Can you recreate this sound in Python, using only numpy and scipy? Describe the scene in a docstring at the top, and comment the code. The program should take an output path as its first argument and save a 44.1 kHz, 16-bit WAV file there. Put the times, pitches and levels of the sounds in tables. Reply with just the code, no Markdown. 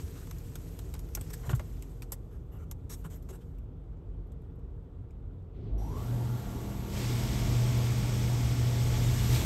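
"""A low machinery drone comes first, dulled by the shell of a closed car in a wash tunnel, with cloth
rustling and ticking close to the microphone: shaped noise, wavering sines, short bursts and decaying modes.
Then a motor runs up, as noise with a climbing top, pump overtones and a hum that swells in the cabin.
A valve opens with a short whistle of two sines, and water beats on glass and roof as hiss that
thickens from mist to jets."""
import sys
import numpy as np
from scipy import signal
from scipy.fft import rfft, irfft
from scipy.io import wavfile
from scipy.ndimage import uniform_filter1d

SR = 44100
rng = np.random.default_rng(int(sys.argv[2]) if len(sys.argv) > 2 else 0)


def dump_mix(stems):
    """Bounce the given channels to the path in sys.argv[1] as a 16-bit WAV at rate SR."""
    frames = np.atleast_2d(stems).T  # one column per channel
    limited = np.clip(frames, -1, 1)  # hard clip at full scale
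    pcm = np.round(limited * 32767).astype(np.int16)
    wavfile.write(sys.argv[1], SR, pcm)


def gain_from_decibels(decibels):
    """Convert decibel values to linear amplitude factors."""
    exponent = np.asarray(decibels, float) / 20
    return 10 ** exponent


N = 416744  # samples
QUIET_S, START_S, VALVE_S = 3.6, 5.5, 5.78  # the hand rests, the motor starts, the valve cracks open


def read(points, hz):
    """A spectrum joined by straight lines on a log-frequency axis, -120 dB outside its points."""
    f, value = np.transpose(points)
    return np.interp(np.log(hz + 1), np.log(f + 1), value, left=-120, right=-120)


def follow(rows, t):
    """Columns of a curve at the times t."""
    s, *columns = np.transpose(rows)
    return [np.interp(t, s, c) for c in columns]


def evened(x):
    """Scaled to rms 1."""
    return x / np.sqrt(np.mean(abs(x) ** 2) + 1e-20)


def wander(smooth_s):
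    """Slow random movement of rms 1: white noise averaged twice over smooth_s."""
    size = max(int(smooth_s * SR), 2)
    return evened(uniform_filter1d(uniform_filter1d(rng.standard_normal(N), size), size))


def octaves(hz):
    """Distance from 4 kHz in octaves, held below 400 Hz."""
    return np.log2(np.maximum(hz, 400) / 4000)


def peaks(modes, hz):
    """Summed power of resonances, each a quarter of its peak at the edges of its width."""
    power = 0
    for centre_hz, width_hz, db in modes:
        offset = (hz - centre_hz) / (.5 * width_hz)
        power = power + gain_from_decibels(db) ** 2 / (1 + offset ** 2) ** 2
    return power


def tones(t, lines, waver_db, drift_rad, smooth_s):
    """Sines whose level and phase waver slowly."""
    out = np.zeros(len(t))
    for hz, db in lines:
        level = gain_from_decibels(db + waver_db * wander(smooth_s))
        out += level * np.sin(2 * np.pi * hz * t + drift_rad * wander(smooth_s))
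    return out


def noise(colour_db, patchy_db, flicker_db, size=1024):
    """Random short-time spectra of rms 1; colour_db(Hz, s) shapes them, patches drift and frames flicker."""
    hop = size // 4
    frames, hz = N // hop + 5, np.fft.rfftfreq(size, 1 / SR)[:, None]
    real, imaginary, patches = rng.standard_normal((frames, len(hz), 3)).T
    patches = evened(uniform_filter1d(uniform_filter1d(patches, 10, axis=0), 10, axis=1))
    frame_s = np.arange(frames)[None] * hop / SR
    shape = gain_from_decibels(colour_db(hz, frame_s) + np.zeros((1, frames)))
    shape = shape / np.sqrt((shape ** 2).mean(0))  # colour alone does not change a frame's level
    gain = gain_from_decibels(patchy_db * patches + flicker_db * rng.standard_normal(frames))
    spectra = (real + 1j * imaginary) * shape * gain
    return evened(signal.istft(spectra, nperseg=size, noverlap=size - hop)[1][:N])


def burst(gain, uneven_db=3.5):
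    """Noise of rms 1 with the given spectrum, made uneven as each contact rings a different spot."""
    spots = uniform_filter1d(uniform_filter1d(rng.standard_normal(len(gain)), 60), 60)
    white = rfft(rng.standard_normal(2 * len(gain) - 2))
    return evened(irfft(white * gain * gain_from_decibels(uneven_db * evened(spots))))


# Faint tunnel background: (frequency [Hz], relative density [dB per Hz])
MURMUR_COLOUR = [(900, -10), (1400, 1.5), (1700, -8), (2600, -13), (3600, -9.5), (4100, -23), (6000, -40.5)]


def murmur():
    """Far water and machines flutter faintly in the middle tones."""
    return gain_from_decibels(-82.5) * noise(lambda hz, s: read(MURMUR_COLOUR, hz), 3.5, 1.1, size=512)


# Distant machinery through the closed shell: (frequency [Hz], relative density [dB per Hz])
DRONE_COLOUR = [(12, -30.5), (22, -25.5), (30, -23), (38, -7), (60, -13.5), (100, -7), (170, -15),
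                (200, -20.5), (460, -24.5), (545, -32), (830, -38), (1400, -45.5), (1650, -54), (3500, -60),
                (9000, -84.5)]
# Its level at the microphone: (time [s], level [dB])
DRONE_CURVE = [(0, -41), (1.4, -40), (2.4, -42.5), (5.5, -43.5), (5.8, -41.5), (6.5, -39.5), (7.5, -33),
               (8, -39.5), (9.45, -29.5)]
# Cabin modes and far tones that stand out: (frequency [Hz], width [Hz], lift relative to the drone [dB])
CABIN_MODES = [(48.8, 13, 11), (69.4, 14, 11.5), (90.85, 3.4, 2.5), (122.5, 2.4, 3), (161.2, 2.7, 6),
               (265.4, 11.6, 4.5), (382.5, 9.8, 1.5), (461, 30, 2)]
# Distant motors: (frequency [Hz], level [dB])
FAR_MOTORS = [(46, -47), (92, -51), (120, -53.5), (158, -58.5), (268, -62.5)]


def drone(t):
    """Far pumps and fans, dull through the shell and lifted at the cabin modes."""
    def colour_db(hz, s):
        return read(DRONE_COLOUR, hz) + 10 * np.log10(1 + peaks(CABIN_MODES, hz))
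    rumble = gain_from_decibels(follow(DRONE_CURVE, t)[0]) * noise(colour_db, 0.57, 0.26, size=8192)
    return rumble + tones(t, FAR_MOTORS, waver_db=2.43, drift_rad=1.04, smooth_s=0.25)


# Cloth close to the microphone, also in scuffs and ticks: (frequency [Hz], relative density [dB per Hz])
CLOTH_COLOUR = [(400, -10.5), (800, -3), (2000, -3.5), (4500, -7.5), (7500, -4), (12000, -1.5),
                (17000, -15.5)]
# Its rustle: (time [s], level [dB])
RUSTLE_CURVE = [(0, -53.5), (.06, -56.5), (.36, -59.5), (.78, -60), (1.08, -64), (1.25, -58.5), (1.4, -58),
                (1.6, -62.5), (1.8, -63.5), (2.05, -72), (2.5, -79), (2.86, -79), (3.02, -70), (3.2, -75),
                (3.4, -73.5), (3.7, -85), (5.6, -86)]


def cloth(t):
    """Fibres sliding: a soft hiss that follows the hand."""
    def colour_db(hz, s):
        tilt_db = np.where(s < QUIET_S, 0.3, -1.5)  # brightening per octave, moving and then resting
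        return read(CLOTH_COLOUR, hz) + tilt_db * octaves(hz)
    hiss = noise(colour_db, 1.5, .8, size=256)
    return gain_from_decibels(follow(RUSTLE_CURVE, t)[0]) * hiss * (t < VALVE_S)


# Short sliding strokes of cloth near the microphone:
# (time [s], length [s], hiss level [dB], brightening [dB per octave], dull body level [dB])
STROKES_OF_CLOTH = [(0.151, 0.087, -59.5, -1, -61), (0.43, 0.072, -70, 8, -81),
                    (1.299, 0.008, -47.5, 0, -55), (1.33, 0.0082, -39, 2, -64), (1.43, 0.02, -66, -4, -52),
                    (1.452, 0.025, -53.5, 1, -51.5), (1.495, 0.022, -46, 1.5, -40),
                    (1.546, 0.016, -48, 5, -56), (1.596, .008, -52, -5, -42), (2.021, .008, -50, 0, -58),
                    (2.123, .008, -40, 7, -48), (1.89, 0.031, -68, 3, -79), (2.306, 0.061, -71, 0, -69),
                    (2.515, 0.06, -67.5, 6, -60.5), (2.581, 0.06, -70.5, 1, -64),
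                    (2.894, 0.05, -46, 3, -56.5), (2.945, 0.069, -64, 4, -72),
                    (3.039, 0.027, -55.5, 5, -51), (3.098, 0.049, -56.5, 1.5, -62),
                    (3.15, 0.02, -59, 6, -65), (3.286, 0.027, -55.5, 0.5, -56),
                    (3.322, 0.039, -59.5, 3, -56.5), (3.406, 0.02, -66.5, -2.5, -72),
                    (4.4, 0.067, -74.5, -5.5, -84)]
# Dull ring of the plastic trim, also in ticks: (frequency [Hz], width [Hz], level [dB])
TRIM_MODES = [(395, 570, 10.5), (904, 1200, 4.5), (1520, 900, -3), (2040, 670, -11), (2900, 540, -7.5)]


def scuffs():
    """Each stroke holds a hiss over the dull body of the trim, then dies away."""
    out, t = np.zeros(N), np.arange(8192) / SR
    hz = np.fft.rfftfreq(len(t), 1 / SR)
    for s, length_s, level_db, tilt_db, body_db in STROKES_OF_CLOTH:
        hiss = gain_from_decibels(level_db) * burst(gain_from_decibels(read(CLOTH_COLOUR, hz) + tilt_db * octaves(hz)))
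        body = gain_from_decibels(body_db) * burst(np.sqrt(peaks(TRIM_MODES, hz)))
        hold = (1 - np.exp(-t / 0.0037)) * gain_from_decibels(-60 * np.maximum(t - length_s, 0) / 0.056)
        out[round(s * SR):][:len(t)] += hold * (hiss + body)
    return out


def settling():
    """Rows of faint snaps at random times while the cloth rests."""
    per_s, level_db, spread_db = 4, -73, 3.5
    rest_s = START_S - QUIET_S
    rows = []
    for when, loud, bright, ring in rng.random((round(per_s * rest_s), 4)):
        crack_db = level_db + spread_db * (2 * loud - 1)
        rows.append((QUIET_S + when * rest_s, crack_db, level_db, 10 * bright - 3, 2000 + 10000 * ring))
    return rows


# Snaps of cloth and trim, levels before the envelopes:
# (time [s], bright crack [dB], dull body [dB], brightening [dB per octave], ringing spot [Hz])
SNAPS = [(0.2713, -45, -51, 0, 2180), (0.3105, -35.5, -45, -3, 11800), (0.383, -42.5, -68, 4, 7000),
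         (0.555, -32.5, -41.5, 1, 3720), (0.79, -35, -47.5, 0.5, 8550), (0.9393, -33.5, -43, -1, 3750),
         (0.9505, -42, -44, -1.5, 3770), (0.962, -47, -51, -2, 3700), (0.992, -37, -56, 2.5, 6650),
         (1.0882, -50, -55.5, 0, 2010), (1.1497, -20, -44, 3, 6000), (1.1709, -42, -37, 4, 2930),
         (1.211, -33, -48, 2, 8500), (1.4923, -36, -30, 0.5, 2040), (1.53, -50, -34.5, 3, 2310),
         (1.5504, -40, -50, 5, 8700), (1.5952, -38, -36, -5, 2040), (1.8233, -37, -55, 2, 7660),
         (2.0208, -36, -46, -1.5, 2460), (2.1203, -22.5, -42.5, 6, 7500), (2.7121, -30.5, -46, 2.5, 3700),
         (3.049, -56, -46, 0, 2100), (3.2246, -50.5, -70, 5, 2000), (3.2886, -50, -50, 0, 2100),
         (3.5843, -55.5, -68, -1, 12700), (4.268, -67, -72.5, 7, 12500), (4.3187, -56, -77, 1.5, 8000),
         (4.4189, -66, -75, 7, 11800), (4.5555, -68, -75, 7, 12500), (5.1068, -58, -75, -5, 7210)]


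def ticks():
    """Each snap is a bright crack with a short tail and one ringing spot, over a dull ring of the trim."""
    ring_width, ring_db, uneven_db = .09, 9, 3  # width as a share of the ringing frequency
    out, t = np.zeros(N), np.arange(8192) / SR
    hz = np.fft.rfftfreq(len(t), 1 / SR)
    for s, crack_db, body_db, tilt_db, ring_hz in SNAPS + settling():
        t60_s = max(.038 + 0.0025 * max(tilt_db, -2), .015)  # brighter snaps ring longer
        tail = gain_from_decibels(-60 * t / t60_s)
        spot = np.sqrt(1.5 + peaks([(ring_hz, ring_width * ring_hz, ring_db)], hz))
        colour = gain_from_decibels(read(CLOTH_COLOUR, hz) + tilt_db * octaves(hz)) * (hz > 2000)
        crack = gain_from_decibels(crack_db) * burst(colour * spot, uneven_db)
        crack *= (1 - np.exp(-t / .0006)) * (.42 * gain_from_decibels(-60 * t / 0.0088) + 0.38 * tail)
        ring = gain_from_decibels(body_db) * burst(np.sqrt(peaks(TRIM_MODES[1:], hz)), uneven_db)
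        ring *= (1 - np.exp(-t / 0.0016)) * tail
        out[round(s * SR):][:len(t)] += crack + ring
    return out


# Knocks against the case: (time [s], level before the envelope [dB], frequency [Hz], 60 dB decay [s])
KNOCKS = [(1.4816, -14, 112, 0.043), (1.49, -28, 60.5, 0.62), (1.532, -11, 120.6, 0.085),
          (3.052, -32, 159, 0.13), (3.3, -40.5, 380, 0.14), (5.721, -24.5, 50.5, 0.57)]


def thumps(t):
    """A low mode of the case or the cabin, pushed once."""
    out = np.zeros(N)
    for s, level_db, hz, t60_s in KNOCKS:
        since = np.maximum(t - s, 0)
        envelope = (1 - np.exp(-since / 0.0054)) * gain_from_decibels(level_db - 60 * since / t60_s)
        out += envelope * np.sin(2 * np.pi * hz * since)
    return out


# Water on glass and roof, at the microphone inside: (time [s], level [dB])
SPRAY_CURVE = [(5.53, -92), (5.55, -74.5), (5.68, -70.5), (5.77, -77), (5.79, -65), (5.95, -59),
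               (5.98, -54), (6.88, -52), (6.98, -42.5), (7.3, -43), (8.0, -44), (8.72, -44), (9.1, -41.5),
               (9.27, -40.5), (9.35, -36), (9.45, -39.5)]
# The fine mist that comes first: (frequency [Hz], relative density [dB per Hz])
MIST_COLOUR = [(1500, -5.5), (1800, -5), (2100, -2.5), (2500, -6), (3150, -3.5), (4600, -7.5), (8500, -7),
               (12000, -4), (17000, -12)]
# The full jets: (frequency [Hz], relative density [dB per Hz])
JETS_COLOUR = [(1000, -2), (1600, -2.5), (2200, 3), (2700, -1), (3300, 1), (3600, 0.5), (4200, -2.5),
               (5300, 0), (6300, -2), (7400, -2.5), (8100, -2), (12000, -5.5), (17000, -7)]


def spray(t):
    """Dense water: a hiss that thickens from mist to jets, and the whistle of the valve."""
    mist_s, jets_s, jets_rise_s = 5.97, 6.88, 0.072  # mist flows, full jets cut in

    def colour_db(hz, s):
        # jets louder than -43.5 dB break up into more mist
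        finer = .12 * np.maximum(follow(SPRAY_CURVE, s)[0] + 43.5, 0)
        full = np.clip((s - jets_s) / jets_rise_s, 0, 1) * np.clip(.97 - finer, .55, 1)
        # top of the hiss with the valve shut, cracked and open
        top_hz = np.where(s < VALVE_S, 4300, np.where(s < mist_s, 12800, 17000))
        mist_db = read(MIST_COLOUR, np.maximum(hz, 1600))
        jets_db = read(JETS_COLOUR, np.maximum(hz, 1050))
        blend_db = (1 - full) * mist_db + full * jets_db
        return blend_db - 10 * np.log10(1 + (hz / top_hz) ** 9) - 60 * (hz < 700)

    water = gain_from_decibels(follow(SPRAY_CURVE, t)[0]) * noise(colour_db, 0.85, 0.4, size=512) * (t > START_S)
    whistle_hz = 5750 * (1 + .02 * wander(0.003))
    phase = 2 * np.pi * np.cumsum(whistle_hz) / SR
    whistle = np.sin(phase) + .9 * np.sin(2 * phase)
    whistle *= gain_from_decibels(-64.5 - 25 * (t - VALVE_S)) * (t > VALVE_S) * (t < mist_s)  # fades 25 dB per s
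    return water + whistle


# The near motor and its air: (frequency [Hz], relative density [dB per Hz])
ROAR_COLOUR = [(40, -20), (60, 3.5), (80, 0), (100, -3.5), (160, -3.5), (220, -3.5), (290, -7), (400, -13),
               (550, -15), (700, -19), (1000, -22.5), (1600, -26.5), (3000, -59)]
# Its roar in the cabin: (time [s], level [dB])
ROAR_CURVE = [(5.5, -60.5), (5.62, -44.5), (5.9, -41), (6.8, -43), (7.2, -39), (8, -39), (9.1, -39.5),
              (9.45, -38.5)]
# Doors and glass that ring with it: (frequency [Hz], width [Hz], lift relative to the roar [dB])
PANEL_MODES = [(390, 135, 1), (673, 110, 3.5), (881, 170, 3), (1123, 90, 3), (1373, 80, 2)]
# The hum in the cabin: (time [s], level [dB])
HUM_CURVE = [(5.5, -48), (5.68, -41), (5.97, -44), (6.07, -36.5), (6.12, -30), (6.35, -33), (6.41, -44),
             (6.92, -44.5), (7.03, -34.5), (7.48, -32), (7.55, -26.5), (8.1, -29), (8.9, -28), (9.25, -29),
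             (9.33, -23), (9.45, -42)]
# Overtones of the plunger pump: (multiple of the stroke rate [1], level at the loudest roar [dB])
PUMP_OVERTONES = [(5, -45), (6, -54.5), (7, -54.5), (8, -54.5), (9, -56), (10, -57.5), (11, -71), (12, -56),
                  (14, -67), (15, -73), (16, -58.5), (17, -58), (18, -59), (27, -69), (28, -62), (29, -74),
                  (30, -83)]
# Other motor tones: (frequency [Hz], level at the loudest roar [dB])
MOTOR_TONES = [(204, -46.5), (852, -56.5), (893, -64.5), (932, -59.5), (1145, -65), (1225, -69),
               (1385, -64.5)]


def motor(t):
    """A roar whose top rises with the speed, the hum booming in the cabin, pump overtones and fuzzy tones."""
    climb_s, full_speed_s, pump_hz = 5.65, 6.1, 39.97

    def colour_db(hz, s):
        # the top climbs steadily until full speed, then opens up
        top_hz = 380 + 2250 * np.maximum(s - climb_s, 0) + 12000 * np.maximum(s - full_speed_s, 0)
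        over = hz / top_hz
        howl_db = 9 * np.exp(-((over - 1) / .11) ** 2)  # the blades sing at the top of the roar
        panels_db = 10 * np.log10(1 + peaks(PANEL_MODES, hz))
        return read(ROAR_COLOUR, hz) + panels_db + howl_db - 10 * np.log10(1 + over ** 3.9)

    level_db = follow(ROAR_CURVE, t)[0]
    roar = gain_from_decibels(level_db) * noise(colour_db, 2.06, .2, size=2048)
    # the hum sags by 16 Hz under the starting load and settles at full speed
    hum_hz = 120.2 - 16 * np.exp(-((t - 5.8) / .2) ** 2)
    turn = np.exp(2j * np.pi * np.cumsum(hum_hz) / SR)
    shaken = turn * (1 + 0.17 * (wander(0.016) + 1j * wander(0.014)))  # the shaking shell smears the hum
    with_octave = (shaken + gain_from_decibels(-23.5) * shaken ** 2).real
    hum = np.sqrt(2) * gain_from_decibels(follow(HUM_CURVE, t)[0]) * with_octave
    lines = [(multiple * pump_hz, db) for multiple, db in PUMP_OVERTONES] + MOTOR_TONES
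    whine = tones(t, lines, waver_db=2.15, drift_rad=1.14, smooth_s=0.18)
    whine *= gain_from_decibels(0.55 * (level_db - level_db.max())) * np.clip((t - 5.9) / 0.32, 0, 1)
    return (roar + hum + whine) * np.clip((t - START_S) / 0.095, 0, 1)


def scene():
    """All sources at the one microphone inside the car."""
    t = np.arange(N) / SR
    background = murmur() + drone(t)
    near = cloth(t) + scuffs() + ticks() + thumps(t)
    return (background + near + spray(t) + motor(t))[None]


def top_cut(x):
    """Nothing passes above the cut-off."""
    return signal.sosfilt(signal.butter(12, 15800, fs=SR, output="sos"), x)


# The small microphone port, with two notches: (frequency [Hz], gain [dB])
PORT_RESPONSE = [(20, 0), (8300, 0), (8900, -5), (9350, -19), (9650, -26), (9950, -14), (10500, -8.5),
                 (11500, -1.5), (12500, -1), (13400, -2), (14100, -8), (14500, -17), (14750, -40),
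                 (14950, -19), (15300, -13), (15720, -6), (15800, -56)]


def record(dry):
    """The microphone port colours the treble and the electronics add hiss."""
    hz = np.fft.rfftfreq(2048, 1 / SR)
    gain = gain_from_decibels(np.interp(hz, *np.transpose(PORT_RESPONSE))) * (hz < hz[-1])
    port = signal.firwin2(1023, hz, gain, fs=SR)
    self_noise = gain_from_decibels(-96) * rng.standard_normal(dry.shape)
    mix = signal.oaconvolve(dry, port[None], "same") + self_noise
    return top_cut(mix)


dry = scene()
out = record(dry)
dump_mix(out)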